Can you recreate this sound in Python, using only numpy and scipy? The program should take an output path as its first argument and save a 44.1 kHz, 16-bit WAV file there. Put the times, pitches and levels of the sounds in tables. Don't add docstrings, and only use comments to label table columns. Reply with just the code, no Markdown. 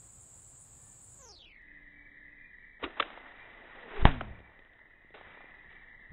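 import sys
import numpy as np
from scipy import signal
from scipy.fft import rfft, irfft
from scipy.io import wavfile
from scipy.ndimage import uniform_filter1d, map_coordinates

SR = 44100
rng = np.random.default_rng(int(sys.argv[2]) if len(sys.argv) > 2 else 0)


def transcribe(signal):
    frames = np.atleast_2d(signal).T
    limited = np.clip(frames, -1, 1)
    pcm = np.round(limited * 32767).astype(np.int16)
    wavfile.write(sys.argv[1], SR, pcm)


def volts_from_db(level):
    exponent = np.asarray(level, float) / 20
    return 10 ** exponent


N = 269892

SLOWING = 4
LAWN_N = 3 * SR
BURST_S = 4.0537


def colour(x, points):
    hz, db = np.transpose(points)
    f = np.fft.rfftfreq(len(x), 1 / SR) + 1e-3
    gain = volts_from_db(np.interp(np.log(f), np.log(hz), db, left=-90, right=-90))
    y = irfft(rfft(x) * gain, len(x))
    return y / y.std()


def band(x, low_hz, high_hz, order=3):
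    y = signal.sosfilt(signal.butter(order, [low_hz, high_hz], "band", fs=SR, output="sos"), x)
    return y / y.std()


def drift(rate_hz, size):
    r = np.exp(-2 * np.pi * rate_hz / SR)
    y = signal.lfilter([1], [1, -2 * r, r * r], rng.standard_normal(size + SR))[SR:]
    return (y - y.mean()) / y.std()


def ring(x, hz, t60_s):
    r = volts_from_db(-60 / (t60_s * SR))
    w = 2 * np.pi * hz / SR
    return signal.lfilter([0, np.sin(w)], [1, -2 * r * np.cos(w), r * r], x)


def playback():
    frame_s, first_frame_s = 1 / 30, 1.122
    ease_start_s, ease_end_s = 1.14, 1.635
    t = np.arange(N) / SR
    middle = first_frame_s + (np.floor((t - first_frame_s) / frame_s) + .5) * frame_s
    u = np.clip((middle - ease_start_s) / (ease_end_s - ease_start_s), 0, 1)
    speed = (1 / SLOWING) ** (u * u * (3 - 2 * u))
    splice_s = (np.diff(speed, prepend=1) != 0) * 9e-6
    return np.cumsum(speed / SR + splice_s)


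def true_time(heard_s, true_s):
    return np.interp(heard_s, np.arange(N) / SR, true_s)


# pitch_hz, level_db (per Hz)
AIR = [(20, -12), (45, 0.5), (110, 2), (200, -10.5), (400, -16.5), (900, -17), (1600, -22.5), (2500, -28),
       (4000, -28.5), (6200, -31.5), (10500, -32), (13600, -34.5), (15700, -31), (15900, -69.5)]


def open_air():
    return volts_from_db(-5) * colour(rng.standard_normal(LAWN_N), AIR) * volts_from_db(.5 * drift(6., LAWN_N))


# pitch_hz, level_db (per Hz)
CHORUS_BAND = [(5800, -40), (6150, -26), (6620, -12), (6860, -3), (7670, 1.5), (8090, 0.5), (8500, -8),
               (8800, -21), (9400, -30.5), (10200, -47)]


def cicadas():
    flicker_db = 0.4 * drift(45., LAWN_N) + 1.5 * drift(250., LAWN_N)
    return colour(rng.standard_normal(LAWN_N) * volts_from_db(flicker_db), CHORUS_BAND)


def cricket(hz, width_hz, per_s):
    turn = np.cumsum(per_s * (1 + 0.034 * drift(8., LAWN_N))) / SR
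    strokes = 0.38 + np.sin(np.pi * turn) ** 4
    return band(rng.standard_normal(LAWN_N) * strokes, hz - width_hz / 2, hz + width_hz / 2)


def chirps(times_s, levels_db):
    chirp_s, between_db = .085, -13.5
    t = np.arange(LAWN_N) / SR
    level = volts_from_db(np.mean(levels_db) + between_db)
    for s, db in zip(times_s, levels_db):
        level = level + volts_from_db(db) * np.cos(np.pi * np.clip((t - s) / chirp_s, -.5, .5)) ** 2
    return level


# pitch_hz, width_hz, level_db
CRICKETS = [
    (9550, 200, -67.5),
    (9940, 480, -76.5),
]
# first_chirp_s, period_s
BEATS = [
    (.125, .248),
    (-.004, .1605),
]
# chirp_s, level_db
LOW_CRICKET = [(.055, -68.5), (.228, -65.5), (.42, -64.5), (.5, -67), (.622, -65), (.835, -65), (.92, -69),
               (1.045, -62.5), (1.3, -66), (2.06, -62), (2.72, -67.5), (3.42, -69), (4.42, -66),
               (5.298, -68), (5.79, -67.5)]


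def crickets(true_s):
    heard_s, db = np.transpose(LOW_CRICKET)
    out = chirps(true_time(heard_s, true_s), db) * cricket(9170, 260., 122.)
    for (hz, width_hz, level_db), (first_s, period_s) in zip(CRICKETS, BEATS):
        beats = first_s + period_s * np.arange(20)
        out = out + chirps(beats, level_db + 0 * beats) * cricket(hz, width_hz, 112.)
    return out


# start_s, end_s, pitch_hz, level_db, throat_hz
CROW = [
    (0.752, 0.992, 589, -78, 1700),
    (0.95, 1.063, 595, -83, 1190),
    (1.176, 1.38, 590, -60.5, 880),
    (1.3, 1.535, 580, -72.5, 1190),
    (1.56, 2.53, 1165, -70.5, 1165),
]


def cock(true_s):
    db_per_khz, floor_db = 12, -23.5
    t, out = np.arange(LAWN_N) / SR, 0
    waver = 1 + 0.0028 * drift(6.6, LAWN_N)
    flutter = volts_from_db(1.3 * drift(25., LAWN_N))
    for start, end, hz, level_db, throat_hz in CROW:
        a, b = true_time([start, end], true_s)
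        shape = np.clip(np.minimum((t - a) / .04, (b - t) / .045), 0, 1)
        phase = 2 * np.pi * hz * np.cumsum(waver) / SR
        for k in range(1, 8):
            db = level_db + max(-db_per_khz * abs(k * hz - throat_hz) / 1e3, floor_db)
            out = out + shape * volts_from_db(db) * np.sin(k * phase)
    return np.sqrt(2) * out * flutter


def drop_masked(x, stretch=1):
    mask_db, reach_hz, luck_db = -11.5, 2600, 2.5
    f, _, z = signal.stft(x, SR * stretch, "cosine", nperseg=2048 * stretch)
    power = (abs(z[:1024]) ** 2).reshape(64, 16, -1).mean(axis=1)
    centre = f[8:1024:16]
    above = centre[:, None] - centre
    mask = (volts_from_db(-40 * abs(above) / reach_hz) * (above > 0)) @ power
    luck = volts_from_db(2 * luck_db * rng.standard_normal(power.shape))
    keep = (power * luck > mask * volts_from_db(2 * mask_db)) | (centre[:, None] < 9400)
    z[:1024] *= np.repeat(keep, 16, axis=0)
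    return signal.istft(z, SR * stretch, "cosine", nperseg=2048 * stretch)[1][:len(x)]


def lawn():
    true_s = playback()
    duck_s = true_time([BURST_S, BURST_S + .03, BURST_S + 1.0, BURST_S + 1.33], true_s)
    heard = np.interp(np.arange(LAWN_N) / SR, true_s, np.arange(N) / SR)
    duck = volts_from_db(np.interp(heard, [BURST_S, BURST_S + .03, BURST_S + 1.0, BURST_S + 1.33], [0, -5, -5, 0]))
    insects = volts_from_db(-56.5) * (cicadas() + open_air()) + crickets(true_s)
    x = drop_masked(duck * insects + cock(true_s))
    fine = 4
    dense = irfft(rfft(x), fine * LAWN_N) * fine
    return map_coordinates(dense, [true_s * SR * fine], order=3)


# peak_s, level_db, half_length_s
GUSTS = [
    (3.496, -70, 0.1),
    (4.85, -75, 0.33),
    (5.154, -70, 0.054),
    (5.294, -62.5, 0.082),
    (5.68, -64, 0.038),
    (6.13, -47.5, 0.032),
]


def rumble():
    level_db, hold_s, fall_db_per_s = -47, 0.23, 110
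    t = np.arange(N) / SR
    since = t - BURST_S
    rise = np.clip((since - .04) / 0.036, 0, 1)
    level = rise * volts_from_db(level_db - fall_db_per_s * np.maximum(since - hold_s, 0))
    for s, db, half_s in GUSTS:
        level = level + volts_from_db(db) * np.exp(-((t - s) / half_s) ** 2)
    return level * band(rng.standard_normal(N), 7.3, 92, order=2)


# start_s, level_db, knee_s, fall_db (per decade),
# tilt_db (per band)
TAILS = [(2.794, -61.5, .05, 5, 0), (2.814, -53, .05, 8, -4.5), (2.86, -51.5, 0.024, 14.5, -2.5),
         (2.966, -50, 0.066, 19.5, -0.5), (3.01, -45.5, 0.038, 19.5, -0.5), (4.06, -29.5, 0.06, 43.5, -2),
         (4.215, -45, 0.05, 24.5, -11), (4.45, -68.5, .4, 10.5, -2.5), (5.14, -53, 0.065, 22.5, 0),
         (5.241, -56.5, 0.69, 46, -2.5), (5.7, -69.5, .05, 20, 4.5)]
# low_hz, high_hz, offset_db
HISS_BANDS = [
    (205, 836, -4.5),
    (650, 2190, 1),
    (2130, 4300, -5.5),
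]


def wash():
    launch_s, swallowed_s = 2.999, 4.031
    nearest_s = 0.037
    t, out = np.arange(N) / SR, 0
    flying = (t > launch_s) * np.clip((swallowed_s - t) / 0.0038, .3, 1) * (t < BURST_S)
    flight = flying * nearest_s / np.hypot(nearest_s, BURST_S - t)
    for k, (low_hz, high_hz, offset_db) in enumerate(HISS_BANDS):
        power = (volts_from_db(-37 - 3 * k) * flight) ** 2
        for s, db, knee_s, fall_db, tilt_db in TAILS:
            since = np.maximum(t - s, 0)
            heard = (s > BURST_S) | (t < BURST_S)
            tail_db = db + tilt_db * k - fall_db * np.log10(1 + since / knee_s)
            power = power + heard * np.minimum(since / .008, 1) * volts_from_db(2 * tail_db)
        grain = volts_from_db(1.0 * drift(21.0, N) + 0.87 * drift(30., N) + 1.7 * drift(200., N))
        out = out + volts_from_db(offset_db) * np.sqrt(power) * band(rng.standard_normal(N) * grain, low_hz, high_hz)
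    return out


# time_s, pitch_hz, level_db
WHISTLE = [
    (3.699, 540, -74.5),
    (3.9, 450, -52.5),
    (4.032, 381.5, -45.5),
    (4.07, 300.7, -39.5),
    (4.201, 229.1, -50),
    (4.4, 185.7, -64.5),
    (4.55, 171.3, -78),
    (4.68, 151, -80),
]


def whistle():
    t = np.arange(N) / SR
    s, hz, db = np.transpose(WHISTLE)
    phase = 2 * np.pi * np.cumsum(np.interp(t, s, hz)) / SR
    breathy = drift(41.0, N) * np.sin(phase) + drift(30., N) * np.cos(phase)
    lines = 0
    for ratio, line_db in [(0.98, 1.5), (.55, 3.0), (0.34, 1.7)]:
        lines = lines + volts_from_db(line_db + 1.2 * drift(8.8, N)) * np.sin(ratio * phase)
    return volts_from_db(np.interp(t, s, db, left=-120, right=-120)) * np.where(t < BURST_S, breathy, lines)


def knocks(table, swell_s, octaves=.55, click=0.):
    out, t = np.zeros(N + SR), np.arange(-.03, .16, 1 / SR)
    for s, peak_db, hz, t60_s, treble_db in table:
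        shape = np.where(t < 0, np.exp(t / swell_s), volts_from_db(-60 * t / max(t60_s, .004)))
        puff = rng.standard_normal(len(t)) * shape
        puff = puff - click * np.exp(-(t / .00012) ** 2)
        body = band(puff, hz / 2 ** (octaves / 2), hz * 2 ** (octaves / 2), order=2)
        hit = body + volts_from_db(treble_db) * band(puff, 970, 3800, order=2)
        at = round((s + t[0]) * SR)
        out[at:at + len(t)] += volts_from_db(peak_db) * hit / abs(hit).max()
    return out[:N]


# hit_s, peak_db, body_hz, treble_db
SCRAPS = [(3.104, -38, 960, 6), (3.176, -40, 754, -33), (4.391, -52, 580, -3), (4.404, -49, 320, -11),
          (4.468, -65, 1040, -24), (4.498, -56, 946, -16), (4.519, -56.5, 690, -16), (4.592, -49, 290, 0.5),
          (4.65, -58, 295, -0.5), (4.735, -55.5, 736, 3), (4.792, -55.5, 1462, -6),
          (5.047, -56.5, 303, -11.5), (5.106, -53.5, 385, -10.5), (5.212, -41.5, 510, -12),
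          (5.272, -58.5, 369, -8), (5.306, -50, 905, 0), (5.374, -46.5, 547, -26), (5.407, -46, 820, -26),
          (5.416, -46, 1180, -41), (5.443, -48, 382, -31), (5.509, -55, 300, -1), (5.638, -60, 1590, -7),
          (5.728, -52, 301, 6.5)]


def falling_scraps():
    table = [(s, db + 4, hz, .018, treble_db) for s, db, hz, treble_db in SCRAPS]
    return knocks(table, .0007, octaves=1.6, click=1.5)


# hit_s, peak_db, body_hz, t60_s, treble_db
THUMPS = [
    (2.842, -21.5, 1242, 0.053, 4),
    (2.843, -30.5, 338, 0.11, -13.5),
    (2.83, -46, 60, 0.075, -35),
    (2.878, -41.5, 543, 0.012, -25),
    (4.058, -26.5, 397.5, 0.026, -28),
    (4.061, -19, 950, 0.013, -6.5),
    (4.076, -25.5, 807, 0.017, -8),
]


def thumps():
    return knocks(THUMPS, .006)


# hit_s, peak_db, body_hz, t60_s, treble_db
CRACKS = [(2.828, -32, 450, 0.039, -16), (2.999, -14.5, 1133, .03, -2), (3.0, -57, 93, 0.063, -42),
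          (3.001, -39.5, 313, .04, -34), (3.0025, -20.5, 1880, 0.023, -13), (3.002, -27, 540, 0.049, -32),
          (3.0035, -16.5, 3380, 0.013, 1.5), (3.024, -36, 550, .015, -30),
          (3.0255, -23.5, 1700, 0.011, -15.5), (3.0265, -31, 2600, 0.016, -22),
          (4.209, -26.5, 1320, 0.021, -33), (4.21, -35, 2540, 0.024, -23), (4.2115, -30, 650, 0.015, -20),
          (4.212, -38.5, 326, 0.035, -30), (5.1415, -43.5, 500, 0.11, -7)]


def cracks():
    return knocks(CRACKS, .0007)


# pitch_hz, level_db, t60_s
SHELL = [
    (960, -1, 0.0072),
    (1740, -9, 0.0062),
    (2180, -14, 0.0018),
    (3070, -10, 0.005),
]
# time_s, depth (full scale), fall_s, return_s
SWINGS = [
    (3.998, -0.084, .015, 0.018),
    (4.029, 0.19, 0.0068, 0.0032),
    (4.0552, -0.77, 0.00037, 0.00026),
    (4.079, 0.12, .006, 0.017),
    (4.089, 0.11, 0.00096, 0.0034),
    (4.122, -0.067, .01, .015),
]


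def burst():
    push_height, rise_s, fade_s = .66, .0011, 0.0074
    cut_hz, cut_slope = 13.5, 5
    t = np.arange(N) / SR
    after = np.maximum(t - BURST_S, 0)
    push = push_height * (1 - np.exp(-after / rise_s)) * np.exp(-after / fade_s)
    crack = np.zeros(N) + 1e-18
    crack[round((BURST_S + .0003) * SR)] = 1
    crack[round((BURST_S - .0002) * SR)] = 0.33
    shell = sum(volts_from_db(db) * ring(crack, hz, t60_s) for hz, db, t60_s in SHELL)
    dips = 0
    for s, depth, fall_s, return_s in SWINGS:
        dips = dips + depth * np.exp(-np.where(t < s, (s - t) / fall_s, (t - s) / return_s))
    f = np.fft.rfftfreq(N, 1 / SR)
    return irfft(rfft(push + shell - dips) / (1 + (cut_hz / (f + .01)) ** cut_slope), N)


def scene():
    top_hz, overload = 4225, .9
    hits = thumps() + cracks() + falling_scraps()
    shot = np.clip(whistle() + rumble() + hits + burst(), -overload, overload)
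    top = signal.cheby2(10, 36, top_hz + 150, fs=SR, output="sos")
    steep, hiss = signal.sosfiltfilt(top, [shot, wash()])
    bed = lawn() + hiss
    slowed = np.arange(N) / SR >= TAILS[0][0]
    bed = np.where(slowed, drop_masked(bed, stretch=SLOWING), bed)
    gentle = signal.sosfiltfilt(signal.butter(2, 5000, fs=SR, output="sos"), shot)
    rough = volts_from_db(-39.5) * uniform_filter1d(abs(steep), size=300) ** 2 * rng.standard_normal(N)
    bend = volts_from_db(-30) * steep * abs(steep)
    edge = signal.butter(2, [top_hz, 8000], "band", fs=SR, output="sos")
    grit = signal.sosfilt(edge, rough + bend)
    return (bed + steep + volts_from_db(-47) * gentle + grit)[None]


def low_pass(x):
    return signal.sosfilt(signal.butter(12, 15750, fs=SR, output="sos"), x)


def record(dry):
    hissed = dry + volts_from_db(-98.5) * rng.standard_normal(dry.shape)
    return low_pass(hissed)


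dry = scene()
out = record(dry)
transcribe(out)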